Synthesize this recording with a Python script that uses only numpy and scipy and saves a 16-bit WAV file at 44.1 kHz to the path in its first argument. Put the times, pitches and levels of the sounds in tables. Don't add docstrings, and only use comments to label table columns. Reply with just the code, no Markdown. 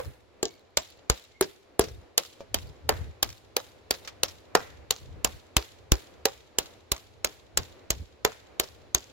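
import sys
import numpy as np
from scipy import signal
from scipy.fft import rfft, irfft, next_fast_len
from scipy.io import wavfile
from scipy.ndimage import uniform_filter1d, map_coordinates

SR = 44100
rng = np.random.default_rng(int(sys.argv[2]) if len(sys.argv) > 2 else 0)


def to_wav(sig):
    pcm = np.clip(np.atleast_2d(sig), -1, 1) * 32767
    pcm = np.round(pcm).astype(np.int16)
    wavfile.write(sys.argv[1], SR, pcm.T)


N = 402191

SIZE = 32768
AGE = np.arange(SIZE) / SR
HZ = np.fft.rfftfreq(SIZE, 1 / SR)
LEAD = 256 / SR
WINDOW = .01

# (start_s, crack_db,
# body_db re crack, brightness_db re crack, shell_resonance_hz, board_knock_db, board_pitch_hz, tub_thump_db)
BLOWS = [(-0.014, -27, -1, 3, 5000, -15.5, 497, -37), (0.4298, -26, -16.5, -9, 7040, -18.5, 387, -44),
         (0.4546, -30, -22.5, -24.5, 5160, -31, 414, -49),
         (0.7725, -17.5, -10.5, -8, 3950, -24, 575, -36.5),
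         (1.0993, -18, -7.5, -6.5, 7150, -25.5, 450, -17), (1.411, -24, -6, 0, 9900, -14, 396, -40),
         (1.7946, -24, -6.5, 1, 10160, -11, 392, -24), (2.1792, -16, -13, -3.5, 4390, -27.5, 493, -60.5),
         (2.545, -21, -8, -5, 4430, -39, 566, -44.5), (2.8923, -21.5, 3, -3, 4050, -21.5, 442, -39),
         (3.2285, -19.5, -9.5, -2, 4110, -32.5, 622, -38), (3.5668, -22.5, -6, -1, 4490, -25.5, 494, -52.5),
         (3.9091, -22, -8, -0.5, 4620, -31.5, 403, -41.5),
         (4.2343, -19.5, -10, -3.5, 4140, -30.5, 519, -41.5), (4.5522, -19, 2, -5, 4460, -16, 428, -51),
         (4.9083, -19.5, -12.5, -5.5, 3790, -30.5, 424, -40),
         (5.2471, -20, -5.5, -3, 6840, -31.5, 484, -34), (5.5676, -17, -7, -4, 3080, -28, 331.5, -17.5),
         (5.92, -19, -6, -2, 6060, -23.5, 330, -10), (6.2552, -19, -8.5, -5.5, 5630, -17.5, 454, -44),
         (6.5863, -19.5, -9, -4, 7540, -35.5, 472, -38.5),
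         (6.9186, -21.5, -8.5, -2.5, 4560, -31, 554, -26.5), (7.2469, -21, -7.5, -4, 3860, -32.5, 635, -40),
         (7.5743, -19, -8, -5.5, 7420, -44.5, 379, -33), (7.9052, -20.5, -9.5, -5.5, 7140, -39.5, 542, -26),
         (8.25, -19.5, -2, -5.5, 3600, -18.5, 444, -38.5), (8.5985, -20, -9.5, -3, 3540, -27.5, 401, -41),
         (8.948, -18, -10.5, -7, 6180, -34, 365, -29)]
# (frequency_hz, gain_db)
CRUMB_COLOUR = [(300, -13), (1200, 5), (3000, 3), (5500, 5.5), (7300, -0.5), (8400, -10), (15500, -13.5)]


def hammer(crack_gain_db=-2.5, knock_gain_db=-1, thump_gain_db=-3, crumb_db=-21, radiated_db=2.5, knock_radiated_db=-4):
    second_s, second_scatter = .0021, 0.26
    second_db, second_spread_db = -7.5, 2
    throw_base_db, throw_per_body = 2, 0.2
    yard_fall_db_per_s = 0.13
    out = np.zeros((2, N))
    at_blow = np.exp(-2j * np.pi * HZ * LEAD)
    chance = rng.standard_normal((len(BLOWS), 2))
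    for blow, (late, strong) in zip(BLOWS, chance):
        s, crack_db, body_db, bright_db, shell_hz, knock_db, pitch_hz, thump_db = blow
        tone = amp(crack_db + crack_gain_db) * shell(body_db, bright_db)
        shell_ring = resonance(shell_hz, width_hz=340, db=3.5)
        fractures = snap(second_s * np.exp(second_scatter * late), second_db + second_spread_db * strong)
        crack = tone * fractures * causal(shell_ring)
        scatter = tone * amp(crumb_db) * at_blow * crumbs(count=12, mean_s=0.018, t60=.7)
        knock = -amp(knock_db + knock_gain_db) * rfft(board(pitch_hz)) * low_cut(hz=253)
        radiated = amp(radiated_db) * tone * at_blow + amp(knock_radiated_db) * knock
        throw_db = throw_base_db + throw_per_body * body_db - yard_fall_db_per_s * s
        add(out, s, in_yard(placed(s, crack + scatter + knock), radiated, throw_db))
        add(out, s, amp(thump_db + thump_gain_db) * tub())
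    return out


def snap(second_s, second_db):
    x = rfft(fracture(0) + amp(second_db) * fracture(second_s))
    ripple_db = 3 * map_coordinates(rng.standard_normal(80), [HZ / 350], mode="mirror")
    x = x * causal(amp(ripple_db))
    trend = uniform_filter1d(np.mean(np.abs(x) ** 2, 0), size=2400)
    return x * causal(1 / np.sqrt(np.abs(trend) + 1e-12))


def fracture(after, splinter_db=-13):
    spike = pair(0.5, SIZE) * strike(rise=0.0023, t60=0.0032, after=after)
    splinters = pair(0.6, SIZE) * strike(rise=0.0066, t60=0.02, after=after)
    return spike + amp(splinter_db) * splinters


def shell(body_db, bright_db):
    # (frequency_hz, gain_db)
    crack_colour = [(100, -14.5), (400, 6.5), (800, 7), (1400, 4), (2200, 2.5), (4000, 4), (6000, 4),
                    (7500, 6.5), (8300, -14), (11000, -10.5), (15500, -12.5), (17000, -27.5)]
    colour = amp(along(crack_colour, HZ))
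    power = colour ** 2 * 2 / (SIZE * WINDOW * SR)

    def band_db(low_hz, high_hz):
        return 10 * np.log10(power[(HZ > low_hz) & (HZ < high_hz)].sum())

    body = body_db - band_db(750, 2000)
    middle = -band_db(2000, 7800)
    top = bright_db - band_db(8000, 16000)
    balance = [(1900, body), (3000, middle), (7600, middle), (8300, top)]
    return causal(colour * amp(along(balance, HZ)))


def crumbs(count, mean_s, t60):
    wait, size = rng.exponential(size=(2, count))
    when = np.clip(0.01 + mean_s * wait, 0, .5)
    kick_db = 6 * np.minimum(size, 3) - 60 * when / t60
    kicks = np.bincount((when * SR).astype(int), amp(kick_db), SIZE)
    grain = pair(0.9, SIZE) * amp(-60 * AGE / 0.011)
    kicks_spectrum = rfft(kicks / np.linalg.norm(kicks))
    grain_spectrum = rfft(grain / np.linalg.norm(grain[0]))
    return kicks_spectrum * grain_spectrum * amp(along(CRUMB_COLOUR, HZ))


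def board(pitch_hz):
    # (multiple_of_pitch, level_db, t60_s)
    modes = [(.64, -29, 0.1), (0.782, -13, 0.039), (.92, 0.5, 0.041), (1.0, 15, 0.05), (1.163, -1, 0.11),
             (1.399, -13.5, 0.08), (1.6, -1, 0.096), (1.801, -8, 0.076), (2.148, -11.5, 0.1),
             (2.748, -14.5, 0.087), (4.202, -11, 0.1)]
    chance = rng.standard_normal((len(modes), 2))
    knock = 0
    for (multiple, db, t60), (strong, sharp) in zip(modes, chance):
        knock = knock + amp(db + 2 * strong) * ring(pitch_hz * multiple * (1 + 0.032 * sharp), t60)
    return burst(knock)


def tub(hz=59, t60=0.093, push_db=0):
    boom = rfft(ring(hz, t60) + amp(push_db) * ring(hz=95, t60=0.021))
    skew = np.exp(1j * np.array([[.5], [-.5]]) * rng.standard_normal())
    return burst(irfft(boom * skew * low_cut(hz=42)))


def placed(s, spectrum):
    # (time_s, right_ear_lead_ms, left_minus_right_db)
    place = [(0, -.13, 0), (2.9, -.08, 0), (4.5, -.03, -.3), (6, .05, -.6), (7.2, .14, -1.6),
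             (9.1, .17, -1.6)]
    times, leads, pans = np.transpose(place)
    lead_s = np.interp(s, times, leads) / 1000
    pan_db = np.interp(s, times, pans)
    ears = np.array([[.5], [-.5]])
    return spectrum * amp(ears * pan_db) * np.exp(-2j * np.pi * HZ * ears * lead_s)


def rattle(count=9, flight_s=0.093, flight_scatter=0.33, db=-20, spread_db=3, fade_db_per_s=75,
           pitch_hz=4000, t60=0.015, click_db=-6):
    rattle_fall_db_per_s = 1.43
    out = np.zeros((2, N))
    t = AGE[:1024]
    for s, crack_db, *_ in BLOWS:
        jump_db = crack_db + db - rattle_fall_db_per_s * s
        for late, size, pitch, side in rng.standard_normal((count, 4)):
            flight = flight_s * np.exp(flight_scatter * late)
            note_hz = pitch_hz * np.exp(.13 * pitch)
            note = np.sin(2 * np.pi * note_hz * t) * amp(-60 * t / t60)
            click = amp(click_db - 60 * t / .012) * pair(.5, len(t))
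            pan_db = side * np.array([[2], [-2]])
            level_db = jump_db + spread_db * size - fade_db_per_s * flight + pan_db
            add(out, min(s + LEAD + flight, N / SR), amp(level_db) * (note + click))
    return out


def bits(tick_db=-3, tap_db=-11):
    # (start_s, level_db, pitch_hz, low_knock_db re level)
    landings = [(1.424, -27.5, 4700, -19), (1.809, -27, 6000, -15), (1.8396, -34.5, 5400, 7),
                (1.8842, -43.5, 5600, 9), (2.4061, -48.5, 2650, 23), (3.9393, -36.5, 4060, 0.5),
                (4.0487, -42.5, 5650, 4.5), (4.0757, -32.5, 2880, -14.5), (4.283, -38, 5360, -32.5),
                (8.6348, -38.5, 5440, 6.5)]
    out = np.zeros((2, N))
    for s, db, hz, low_db in landings:
        colour = causal(amp(along(CRUMB_COLOUR, HZ)) * resonance(hz, width_hz=850, db=-3.5))
        noise = pair(0.15, SIZE) * strike(rise=.004, t60=0.073)
        tick = burst(irfft(rfft(noise) * colour))
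        sound = rfft(tick + amp(low_db + tap_db) * board(pitch_hz=535))
        add(out, s, amp(db + tick_db) * in_yard(sound, sound))
    return out


def jostle(attack_s=.1, release_s=.14, lumps_per_s=30, lump_db=2.5, gain_db=0):
    # (start_s, length_s, level_db)
    shoves = [(0.068, 0.012, -34), (1.877, .12, -46.5), (2.52, 0.19, -43.5), (2.843, 0.25, -40),
              (3.267, 0.038, -46.5), (5.02, 0.345, -45), (7.589, 0.018, -35.5), (7.934, 0.099, -40)]
    boom_colour = [(20, -43.0), (50, -4.0), (80, 0), (120, -8.0), (200, -23), (500, -26.5), (2000, -72.5)]  # Hz, dB
    t = np.arange(N) / SR
    swell = 0
    for s, length, db in shoves:
        outside = np.maximum((s - t) / attack_s, (t - s - length) / release_s)
        swell = swell + amp(db - 60 * np.maximum(outside, 0))
    boom = filtered(pair(0.3, N), lambda hz: amp(along(boom_colour, hz)))
    return amp(gain_db + lump_db * waver(lumps_per_s)) * swell * unit(boom)


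def in_yard(direct, radiated, throw_db=0, near_db=-13.5, yard_db=-24.5):
    # (frequency_hz, t60_s)
    near_t60 = [(200, 0.22), (800, 0.12), (3000, 0.094), (8000, 0.093), (15000, 0.06)]
    yard_t60 = [(200, 1), (1000, 0.41), (4000, 0.76), (8000, 0.61), (15000, 0.37)]
    # (frequency_hz, gain_db)
    near_colour = [(150, 12), (500, 4.5), (1000, 4.5), (2000, 2.5), (4000, 1.5), (7400, -10.5), (8300, -14),
                   (15500, -1)]
    yard_colour = [(150, -6.5), (600, -2), (2000, 2.5), (4000, -4), (7400, -8.5), (8300, -6), (15500, -2)]
    near = amp(near_db) * tail(near_t60, near_colour, onset=0.0021)
    far = amp(yard_db) * tail(yard_t60, yard_colour, onset=0.037) + walls()
    return irfft(direct + radiated * (near + amp(throw_db) * far))


def tail(t60s, colour, onset):
    hz, t, z = signal.stft(rng.standard_normal((2, SIZE)), SR, nperseg=256)
    decay = amp(-60 * t / along(t60s, hz)[:, None])
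    x = signal.istft(z * decay, SR, nperseg=256)[1][:, :SIZE]
    x = x * (1 - np.exp(-(AGE / onset) ** 2))
    return rfft(x / np.linalg.norm(x[0])) * amp(along(colour, HZ))


def walls(smear=0.0043):
    # (delay_s, level_db)
    echoes = [(.048, -29.5), (.064, -38), (0.078, -31.5), (0.084, -36.5), (.123, -37), (0.152, -34.5),
              (0.221, -39.5)]
    # (frequency_hz, gain_db)
    wall_colour = [(300, -16), (1700, -11), (2700, -2), (3800, 1), (5000, -7), (7400, -7), (8500, -18),
                   (15500, -18)]
    shape = sum(amp(db) * np.exp(-np.abs(AGE - delay) / smear) for delay, db in echoes)
    noise = rng.standard_normal((2, SIZE)) * shape / np.sqrt(smear * SR)
    return rfft(noise) * amp(along(wall_colour, HZ))


def squeaks():
    # (centre_s, length_s to 1/e on either side, pitch_hz, level_db)
    calls = [(0.513, .05, 2210, -65), (1.37, 0.033, 2154, -61)]
    t = np.arange(N) / SR

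    def thin(pitch_hz):
        return unit(filtered(pair(.5, N), lambda hz: np.exp(-((hz - pitch_hz) / 70) ** 2)))

    return sum(amp(db) * np.exp(-((t - s) / length) ** 2) * thin(hz) for s, length, hz, db in calls)


def background(rumble_db=-3, hush_db=0, hiss_db=-12, rumble_grows=2.3, waver_db=2):
    # (time_s, level_db)
    air = [(0.2, -60), (1.41, -61.5), (3.15, -56), (3.33, -60), (4.03, -57.5), (8.9, -58)]
    # (frequency_hz, density_db per Hz, relative)
    rumble_shape = [(15, -37.5), (35, -15.5), (65, 4.5), (100, 4.5), (170, -13), (300, -25.5), (700, -61)]
    hush_shape = [(150, -9), (280, 1), (500, 3), (900, -6), (1500, -11), (2400, -13.5), (3500, -25),
                  (8000, -41)]
    hiss_shape = [(1200, -12.5), (2500, -3.5), (4000, -0.5), (5500, -8.5), (7500, -11.5), (8300, -24.5),
                  (11000, -20), (15500, -36)]
    level_db = np.interp(np.arange(N) / SR, *np.transpose(air))
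    swell_db = level_db - level_db.mean()

    def noise(shape, alike):
        return unit(filtered(pair(alike, N), lambda hz: amp(along(shape, hz))))

    rumble = amp(rumble_db + rumble_grows * swell_db + 3 * waver(5.6)) * noise(rumble_shape, 0.18)
    hush = amp(hush_db + swell_db + waver_db * waver(7.9)) * noise(hush_shape, 0.23)
    hiss = amp(hiss_db + swell_db + 0.9 * waver(6)) * noise(hiss_shape, 0.17)
    return amp(level_db.mean()) * (rumble + hush + hiss)


def amp(db):
    return np.exp(np.maximum(db, -300) * np.log(10) / 20)


def unit(x):
    return x / np.sqrt(np.mean(x ** 2) + 1e-20)


def burst(x):
    energy = np.mean(np.sum(x ** 2, -1))
    return x / np.sqrt(energy / (WINDOW * SR) + 1e-20)


def along(points, hz):
    f, v = np.transpose(points)
    return np.interp(np.log(hz + 1), np.log(f + 1), v)


def causal(gain):
    cepstrum = irfft(np.log(np.maximum(gain, 1e-6)))
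    cepstrum[1:SIZE // 2] *= 2
    cepstrum[SIZE // 2 + 1:] = 0
    return np.exp(rfft(cepstrum))


def filtered(x, gain):
    m = next_fast_len(N + SIZE)
    return irfft(rfft(x, m) * gain(np.fft.rfftfreq(m, 1 / SR)), m)[..., :N]


def add(track, s, sound):
    start = round((s - LEAD) * SR)
    a, b = max(start, 0), min(start + sound.shape[-1], N)
    track[:, a:b] += sound[..., a - start:b - start]


def strike(rise, t60, after=0):
    t = AGE - LEAD - after
    return amp(-60 * np.maximum(-t / rise, t / t60))


def ring(hz, t60):
    t = np.maximum(AGE - LEAD, 0)
    return np.sin(2 * np.pi * hz * t) * amp(-60 * t / t60)


def resonance(hz, width_hz, db):
    return 1 + amp(db) / np.sqrt(1 + (2 * (HZ - hz) / width_hz) ** 2)


def low_cut(hz):
    return (1j * HZ / (hz + 1j * HZ)) ** 2


def pair(alike, size):
    own = rng.standard_normal((3, size))
    alike = np.clip(alike, 0, 1)
    return np.sqrt(alike) * own[0] + np.sqrt(1 - alike) * own[1:]


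def waver(rate):
    return map_coordinates(rng.standard_normal(400), [np.arange(N) / SR * rate], mode="mirror")


def scene():
    return hammer() + bits() + rattle() + jostle() + background() + squeaks()


def record(dry):
    top_hz = 16300
    rounded = dry / (1 + (dry / .9) ** 4) ** (1 / 4)
    return filtered(rounded, lambda hz: 1 / (1 + (hz / top_hz) ** 120))


dry = scene()
out = record(dry)
to_wav(out)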